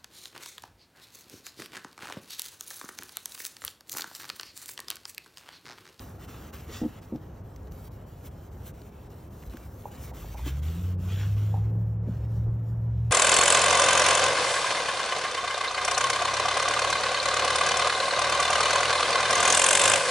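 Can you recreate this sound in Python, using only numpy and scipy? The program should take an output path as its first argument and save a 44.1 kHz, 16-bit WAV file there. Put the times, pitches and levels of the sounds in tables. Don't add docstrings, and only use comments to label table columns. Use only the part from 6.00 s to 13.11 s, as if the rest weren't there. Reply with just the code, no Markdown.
import sys
import numpy as np
from scipy import signal
from scipy.fft import rfft, irfft, next_fast_len
from scipy.io import wavfile
from scipy.ndimage import uniform_filter1d, map_coordinates

SR = 44100
rng = np.random.default_rng(int(sys.argv[2]) if len(sys.argv) > 2 else 0)


def dump_mix(stems):
    frames = np.atleast_2d(stems).T
    limited = np.clip(frames, -1, 1)
    pcm = np.round(limited * 32767).astype(np.int16)
    wavfile.write(sys.argv[1], SR, pcm)


N = 313551


def amp(db):
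    return 10 ** (np.asarray(db) / 20)


def unit(x):
    return x / np.sqrt(np.mean(x ** 2) + 1e-20)


def along(points, hz):
    point_hz, value = np.transpose(points)
    return np.interp(np.log(hz + 1), np.log(point_hz + 1), value)


def curves(rows):
    time_s, *columns = np.transpose(rows)
    return [np.interp(np.arange(N) / SR, time_s, column) for column in columns]


def wobble(rate):
    knots = rng.standard_normal(int(N * rate / SR) + 4)
    return map_coordinates(knots, [np.arange(N) * rate / SR])


def bell(s, half):
    return np.exp(-np.minimum(((np.arange(N) / SR - s) / half) ** 2, 20))


def filtered(x, response):
    m = next_fast_len(N + SR // 2)
    return irfft(rfft(x, m) * response(np.fft.rfftfreq(m, 1 / SR)), m)[..., :N]


def coloured(x, spectrum):
    return unit(filtered(x, lambda hz: amp(along(spectrum, hz))))


def add(track, s, sound):
    part = track[max(0, round(s * SR)):][:len(sound)]
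    part += sound[:len(part)]


def diffuse(spectrum):
    # pitch_hz, likeness (0-1)
    likeness = [(100, 1), (250, 0.98), (450, 0.83), (700, 0.28), (1100, 0.55), (2200, 1)]
    a, b = (coloured(rng.standard_normal(N), spectrum) for _ in range(2))

    def angle(hz):
        return np.arccos(np.clip(along(likeness, hz), -1, 1)) / 2

    mid = filtered(a, lambda hz: np.cos(angle(hz)))
    side = filtered(b, lambda hz: np.sin(angle(hz)))
    return np.array([mid + side, mid - side])


def street():
    # pitch_hz, relative level_db (per Hz)
    rumble_colour = [(13, -63.5), (22, -30.5), (40, -10.5), (65, 1), (164, -8), (241, -15.5), (290, -15),
                     (383, -17), (412, -15), (460, -21), (505, -17), (553, -21), (678, -21), (1800, -38),
                     (2340, -52.5), (3960, -120)]
    # pitch_hz, relative level_db (per Hz)
    wash_colour = [(200, -6), (500, 11.5), (1000, 7.5), (1600, -10.5), (2300, -9), (3200, -14),
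                   (4300, -27.5), (8000, -40), (16000, -49)]
    rumble = amp(-44 + 1.2 * wobble(7)) * diffuse(rumble_colour)
    wash = amp(-60.5 + 0.44 * wobble(1.4)) * diffuse(wash_colour)
    return rumble + wash


def idle():
    # pitch_hz, level_db (peak, about which it wavers)
    throb_tones = [(56, -60.5), (101, -51.5)]
    t = np.arange(N) / SR
    throb = np.zeros(N)
    for hz, db in throb_tones:
        throb += amp(db + 3.1 * wobble(13)) * np.sin(2 * np.pi * hz * t + 1.6 * wobble(12))
    return throb * np.clip((4.3 - t) / 0.62, 0, 1)


def muffler(hz):
    edge_hz, slope_db_per_octave = 181.6, 147.5
    return amp(-slope_db_per_octave * np.log2(np.maximum(hz / edge_hz, 1)))


def engine():
    # time_s, firing_hz, level_db (rms)
    firing_path = [(4.2, 48.6, -41), (4.22, 50.3, -35), (4.37, 56.7, -41), (4.42, 59.8, -32.5),
                   (4.56, 70.59, -31), (4.68, 79.7, -28), (4.77, 86.5, -39), (4.8, 88, -34.5),
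                   (4.85, 90.3, -28), (5.02, 91.96, -30.5), (5.3, 102.3, -25.5), (5.8, 108.9, -26.5),
                   (6.15, 111.1, -32.5), (6.45, 112.5, -26), (6.61, 112.9, -30), (7.11, 114.6, -26.5)]
    # multiple of the firing rate,
    # pulling_away_db, settled_db (against the smoothed firing level)
    weaker_lines = [(0.622, -23.5, -8.5), (1.251, -23.5, -25), (1.5, -24.5, -21.5), (1.625, -18, -17.5),
                    (2, -9.5, -17)]
    # pitch_hz, relative level_db (per Hz)
    drone_colour = [(22, -18), (50, -6.5), (70, 10.5), (88, 3.5), (130, 0.5), (175, 0), (215, -17.5),
                    (300, -30), (700, -54), (4000, -89.5)]
    t = np.arange(N) / SR
    hz, db = curves(firing_path)
    phase = 2 * np.pi * np.cumsum(hz * (1 + 0.0068 * wobble(18))) / SR
    running = np.clip((t - 4.18) / 0.11, 0, 1)
    settled = np.clip((t - 4.7) / 1.6, 0, 1)
    load = amp(uniform_filter1d(db, SR // 3))
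    firing = amp(db + 0.13 * wobble(28)) * np.sin(phase)
    lines = np.zeros(N)
    for multiple, early_db, late_db in weaker_lines:
        line_db = early_db + (late_db - early_db) * settled + 2.5 * wobble(14)
        line_phase = multiple * phase + 0.2 * wobble(6.6) + rng.uniform(0, 2 * np.pi)
        lines += muffler(multiple * hz) * amp(line_db) * np.sin(line_phase)
    drone = amp(-12.0) * coloured(rng.standard_normal(N), drone_colour)
    return running * (np.sqrt(2) * (firing + load * lines) + load * drone)


def tyres():
    # pitch_hz, relative level_db (per Hz)
    tyre_colour = [(150, -20), (245, 13), (330, 7), (500, 9), (650, -7.5), (1000, -16), (2000, -36.5),
                   (4000, -61.5)]
    # time_s, level_db (rms, about which it wavers)
    rolling_level = [(4.2, -69.5), (4.9, -53.5), (5.4, -51.5), (6.4, -54), (7.1, -68)]
    level_db, = curves(rolling_level)
    return amp(level_db + 2.8 * wobble(10)) * coloured(rng.standard_normal(N), tyre_colour)


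def bumps():
    # start_s, level_db (peak), pitch_hz
    bump_list = [(3.473, -33.5, 54.7), (6.469, -32, 47.93)]
    out, t = np.zeros(N), np.arange(SR // 4) / SR
    for s, db, hz in bump_list:
        swing = np.sin(2 * np.pi * hz * t) * (1 - np.exp(-t / 0.007)) * amp(-60 * t / 0.2)
        add(out, s, amp(db) * swing / np.abs(swing).max())
    return out


def clicks():
    # start_s, level_db (of the ring, before a shared 1.5 dB boost), pitch_hz
    click_list = [(1.16, -45.5, 5330), (1.562, -42.5, 5700), (1.673, -51.5, 3950), (1.721, -44.5, 6100),
                  (2.818, -44.5, 4500), (3.104, -51.5, 5500), (3.425, -47, 2600), (3.429, -45, 2780),
                  (3.436, -44, 2010), (3.498, -46, 4060), (3.537, -42.5, 1100), (3.557, -51, 3120),
                  (3.5706, -37, 1568), (3.822, -50, 3500), (4.148, -44, 1307)]
    out, t = np.zeros(N), np.arange(SR // 40) / SR
    for s, db, hz in click_list:
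        ring = np.sin(2 * np.pi * hz * t) * np.exp(-hz * t / 2.04)
        crack = 0.41 * rng.standard_normal(len(t)) * np.exp(-t / 0.0026)
        add(out, s, amp(db + 1.5) * (ring + crack))
    return out


def stick_slip(events, modes, attack, jitter, fade_db):
    out, t = np.zeros(N), np.arange(SR // 10) / SR
    for s, first_db, later_db, rate, length, pitch in events:
        for k in range(1 + int(length * rate)):
            ring = np.zeros(len(t))
            for hz, width, db in modes:
                strength = amp(db + rng.normal(0, 2.1))
                mode_hz = hz * pitch * rng.normal(1, 0.019)
                tone = np.sin(2 * np.pi * mode_hz * t + rng.uniform(0, 2 * np.pi))
                ring += strength * np.exp(-np.pi * width * t) * tone
            ring *= 1 - np.exp(-(t / attack) ** 2)
            late = (k + jitter * rng.normal() * (k > 0)) / rate
            slip_db = later_db - fade_db * late / length if k else first_db
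            add(out, s + late, amp(slip_db) * ring / np.abs(ring).max())
    return out


def bodywork(x, t60, wet_db):
    t = np.arange(SR // 3) / SR
    envelope = amp(-60 * t / t60) * (1 - np.exp(-t / .004))
    tail = rng.standard_normal((2, len(t))) * envelope
    wet = signal.fftconvolve(x[None], tail / np.linalg.norm(tail[0]), axes=1)[:, :N]
    return x + amp(wet_db) * wet


def judders():
    # start_s, first_slip_db (peak), later_slips_db (peak, before a slight rise along
    # the train), slips per second, length_s, pitch factor
    judder_list = [(.685, -38.5, -41.5, 145, 0.014, 1.45), (.815, -20.5, -25.5, 138, .044, 1.015),
                   (1.122, -24.5, -30.5, 136, 0.039, 1.04), (3.5385, -33, -53, 100, 0.015, 1.09),
                   (3.758, -38, -55, 95, .012, 1.13), (4.461, -28, -34, 101.6, .012, 1.215),
                   (6.07, -29, -26, 65, .02, 0.793), (6.465, -38, -37.5, 99, 0.019, 1.47)]
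    # pitch_hz (before the pitch factor), width_hz, relative level_db
    housing_modes = [(127, 110, 4.5), (230.8, 33.4, 2), (300, 30.6, 0.5), (390, 90, -7.5), (491, 45, -8.5),
                     (671, 90, -9.5), (803, 67, -13)]
    slips = stick_slip(judder_list, housing_modes, attack=0.0025, jitter=0.188, fade_db=-1.0)
    return bodywork(slips, t60=0.45, wet_db=-22.0)


def clucks():
    # start_s, first_slip_db (peak),
    # later_slips_db (peak, before a fade along the train), slips per second, length_s, pitch factor
    cluck_list = [(3.8545, -26, -51, 81, 0.017, 1), (4.113, -42, -42.5, 186, 0.023, 0.98),
                  (4.2435, -37, -53, 100, 0.02, 0.94), (4.3435, -37, -38, 150, .018, 0.995),
                  (4.391, -39.5, -45, 190, 0.011, 1.06), (5.5403, -28, -36.5, 143, 0.037, 0.97)]
    # pitch_hz (before the pitch factor), width_hz, relative level_db
    lens_modes = [(440, 150, -4.5), (597, 97, -5), (799, 78, 2), (943, 93, -2)]
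    slips = stick_slip(cluck_list, lens_modes, attack=0.0018, jitter=0.29, fade_db=2.5)
    return bodywork(slips, t60=0.45, wet_db=-9.5) * amp([[-.6], [.6]])


def hand():
    # start_s, turn_dip_db, level_db (mid-stroke, before the layers' gains), swell_db, dryness_db
    stroke_list = [(-.05, 0, -62.5, -17.5, 1.5), (.19, -0.5, -62, 7.5, 2), (.269, -12.5, -59, -2.5, 3),
                   (0.52, -19, -58.5, -12, 2), (.67, -2.5, -62, -3, 4), (1.008, -14, -65, -9.5, 2.5),
                   (1.13, -2, -71, -2.5, 3), (1.427, -8, -71.5, 3, 2), (1.7, -10, -64.5, 5.5, 0),
                   (1.898, -20, -69.5, -8.5, 2), (2.058, -5, -67.5, 2, 1), (2.3, -9, -69, 0, 1.5),
                   (2.502, -8.5, -68, 3, 1.5), (2.726, -12, -67, -0.5, 2.5), (2.905, -4.5, -68, 4, 3),
                   (3.09, -7.5, -67, -1.5, 1), (3.294, -8.5, -65.5, 3.5, 0.5), (3.493, -6, -64, -3, 1.5),
                   (3.69, -4.5, -65, 4.5, 0), (3.903, -7.5, -60.5, -0.5, 2.5),
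                   (4.126, -18.5, -58.5, -1.5, 1.5), (4.361, -7, -59, -5, 3.5),
                   (4.616, -12.5, -58.5, -8, 3), (4.97, -16.5, -59, 0.5, 3), (5.36, -4.5, -64, -13.5, 4),
                   (5.71, -2, -76.5, 1, -0.5), (6, -11.5, -68, -4.5, 4.5), (6.27, -4, -74.5, -8, 2.5),
                   (6.62, -2.5, -77, -5, 1), (6.86, -0.5, -75.5, 8, 4.5)]
    turn_s, blend_s = 0.012, .02
    t = np.arange(N) / SR
    start, dip_db, db, swell_db, dry_db = np.transpose(stroke_list)
    stroke = np.maximum(np.searchsorted(start, t, side="right") - 1, 0)
    progress = (t - start[stroke]) / np.diff(start, append=N / SR)[stroke]
    stroke_db = db[stroke] + swell_db[stroke] * (progress - .5)
    level_db, dryness_db = uniform_filter1d([stroke_db, dry_db[stroke]], int(blend_s * SR))
    turning_db = sum(dip * bell(s, turn_s) for s, dip in zip(start, dip_db))
    return level_db + turning_db, dryness_db


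def pushes():
    # middle_s, half_length_s, rasp_gain_db, hiss_gain_db, fizz_gain_db
    push_list = [(0.243, 0.018, 5, 5, 2.5), (.765, 0.055, 7.5, 14.5, 4), (2.267, 0.025, 9.5, 9.5, 11),
                 (2.673, 0.028, 9, 10, 15.5), (4.039, 0.034, 0.5, 7, 8.5), (4.483, 0.029, 10, 13, 11.5),
                 (4.969, .04, -10, -11, -11), (5.12, .035, 7.5, 7, 1.5), (5.216, 0.066, 6.5, 4, -1.5),
                 (6.01, 0.051, -15, -17, -15.5), (6.372, 0.045, 2.5, 8, 4), (6.691, 0.034, 1.5, 6, 4)]
    return sum(np.outer(gains_db, bell(s, half)) for s, half, *gains_db in push_list)


def grains(rate, spread_db):
    hits = rng.random(N) < rate / SR
    return hits * rng.standard_normal(N) * amp(spread_db * rng.standard_normal(N))


def roaming(x, depth_db):
    z = signal.stft(x, nperseg=1024)[2]
    field = rng.standard_normal(z.shape)
    for _ in range(2):
        field = uniform_filter1d(uniform_filter1d(field, size=3, axis=0), size=5, axis=1)
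    return unit(signal.istft(z * amp(depth_db * unit(field)), nperseg=1024)[1][:N])


def scrubbing():
    # pitch_hz, relative level_db (per Hz)
    murmur_colour = [(120, -18.5), (245, 12.5), (310, -3.5), (400, -2), (500, -1.5), (620, -14), (800, -1),
                     (980, -9), (1120, -0.5), (1350, -6.5), (1700, -7.5), (2500, -27)]
    rasp_colour = [(500, -17), (950, -2.5), (1350, 4.5), (1700, 1), (2150, 0.5), (2400, -1.5), (2600, 0),
                   (2850, 0.5), (3300, -2.5), (4000, -7.5), (5000, -14.5), (8000, -49.5)]
    bite_colour = [(2300, -14), (2650, -9), (2830, -5), (3250, -4.5), (3700, -6.5), (4500, -26)]
    hiss_colour = [(2500, -27), (3800, -3.5), (4400, -3), (4950, -2.5), (5400, 0), (6200, -1.5), (7300, -1),
                   (8500, -5), (12000, -12.5)]
    fizz_colour = [(4000, -28.5), (7000, -9), (8700, 2.5), (12300, 3), (13600, 1.5), (16000, -3)]
    # time_s, gain_db (added to its level from the strokes)
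    murmur_gain = [(0, 7.5), (.8, 4), (1.5, 2), (2.9, -9), (3.5, 3), (4.5, -1.5), (5.5, -1.5), (7.1, -5.5)]
    light_db, hard_db = -63.5, -45.5
    level_db, dry_db = hand()
    rasp_db, hiss_db, fizz_db = pushes() + [level_db + dry_db, level_db, level_db - dry_db]
    grip_db = 0.98 * wobble(45)
    murmur_db, = curves(murmur_gain)
    housing_db = light_db + 0.75 * (level_db + dry_db - light_db)
    extra_db = 0.95 * (rasp_db - hard_db)

    murmur = coloured(grains(rate=2300, spread_db=1.5), murmur_colour)
    rasp = coloured(roaming(grains(rate=5000, spread_db=1.0), depth_db=3.0), rasp_colour)
    bite = coloured(roaming(grains(rate=2900, spread_db=3.5), depth_db=3.5), bite_colour)
    hiss = coloured(roaming(grains(rate=14000, spread_db=-0.5), depth_db=2.5), hiss_colour)
    fizz = coloured(roaming(grains(rate=22000, spread_db=2.5), depth_db=3.5), fizz_colour)

    layers = amp(housing_db + murmur_db) * murmur
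    layers += amp(rasp_db - 1) * rasp
    layers += amp(rasp_db + extra_db + 1.5) * bite
    layers += amp(hiss_db - 0.5) * hiss
    layers += amp(fizz_db + 6) * fizz
    return amp(grip_db) * layers


def two_microphones(x):
    # pitch_hz, phase (radians)
    phase_gap = [(2300, 0), (3200, .22), (4200, .4), (4850, 1.3), (5300, .05), (6000, .25), (6500, 1.1),
                 (8000, 1.9), (9200, 3.05), (10800, 3.2), (12000, 4.2), (13000, 4.8), (14500, 6.1)]
    halves = np.array([[.5j], [-.5j]])
    return filtered(x, lambda hz: np.exp(halves * along(phase_gap, hz)))


def scene():
    vehicle = idle() + engine() + tyres()
    near = two_microphones(scrubbing() + clicks())
    return street() + vehicle + bumps() + judders() + clucks() + near


def record(dry):
    top_hz = 15830
    return filtered(dry, lambda hz: hz < top_hz)


dry = scene()
out = record(dry)
dump_mix(out)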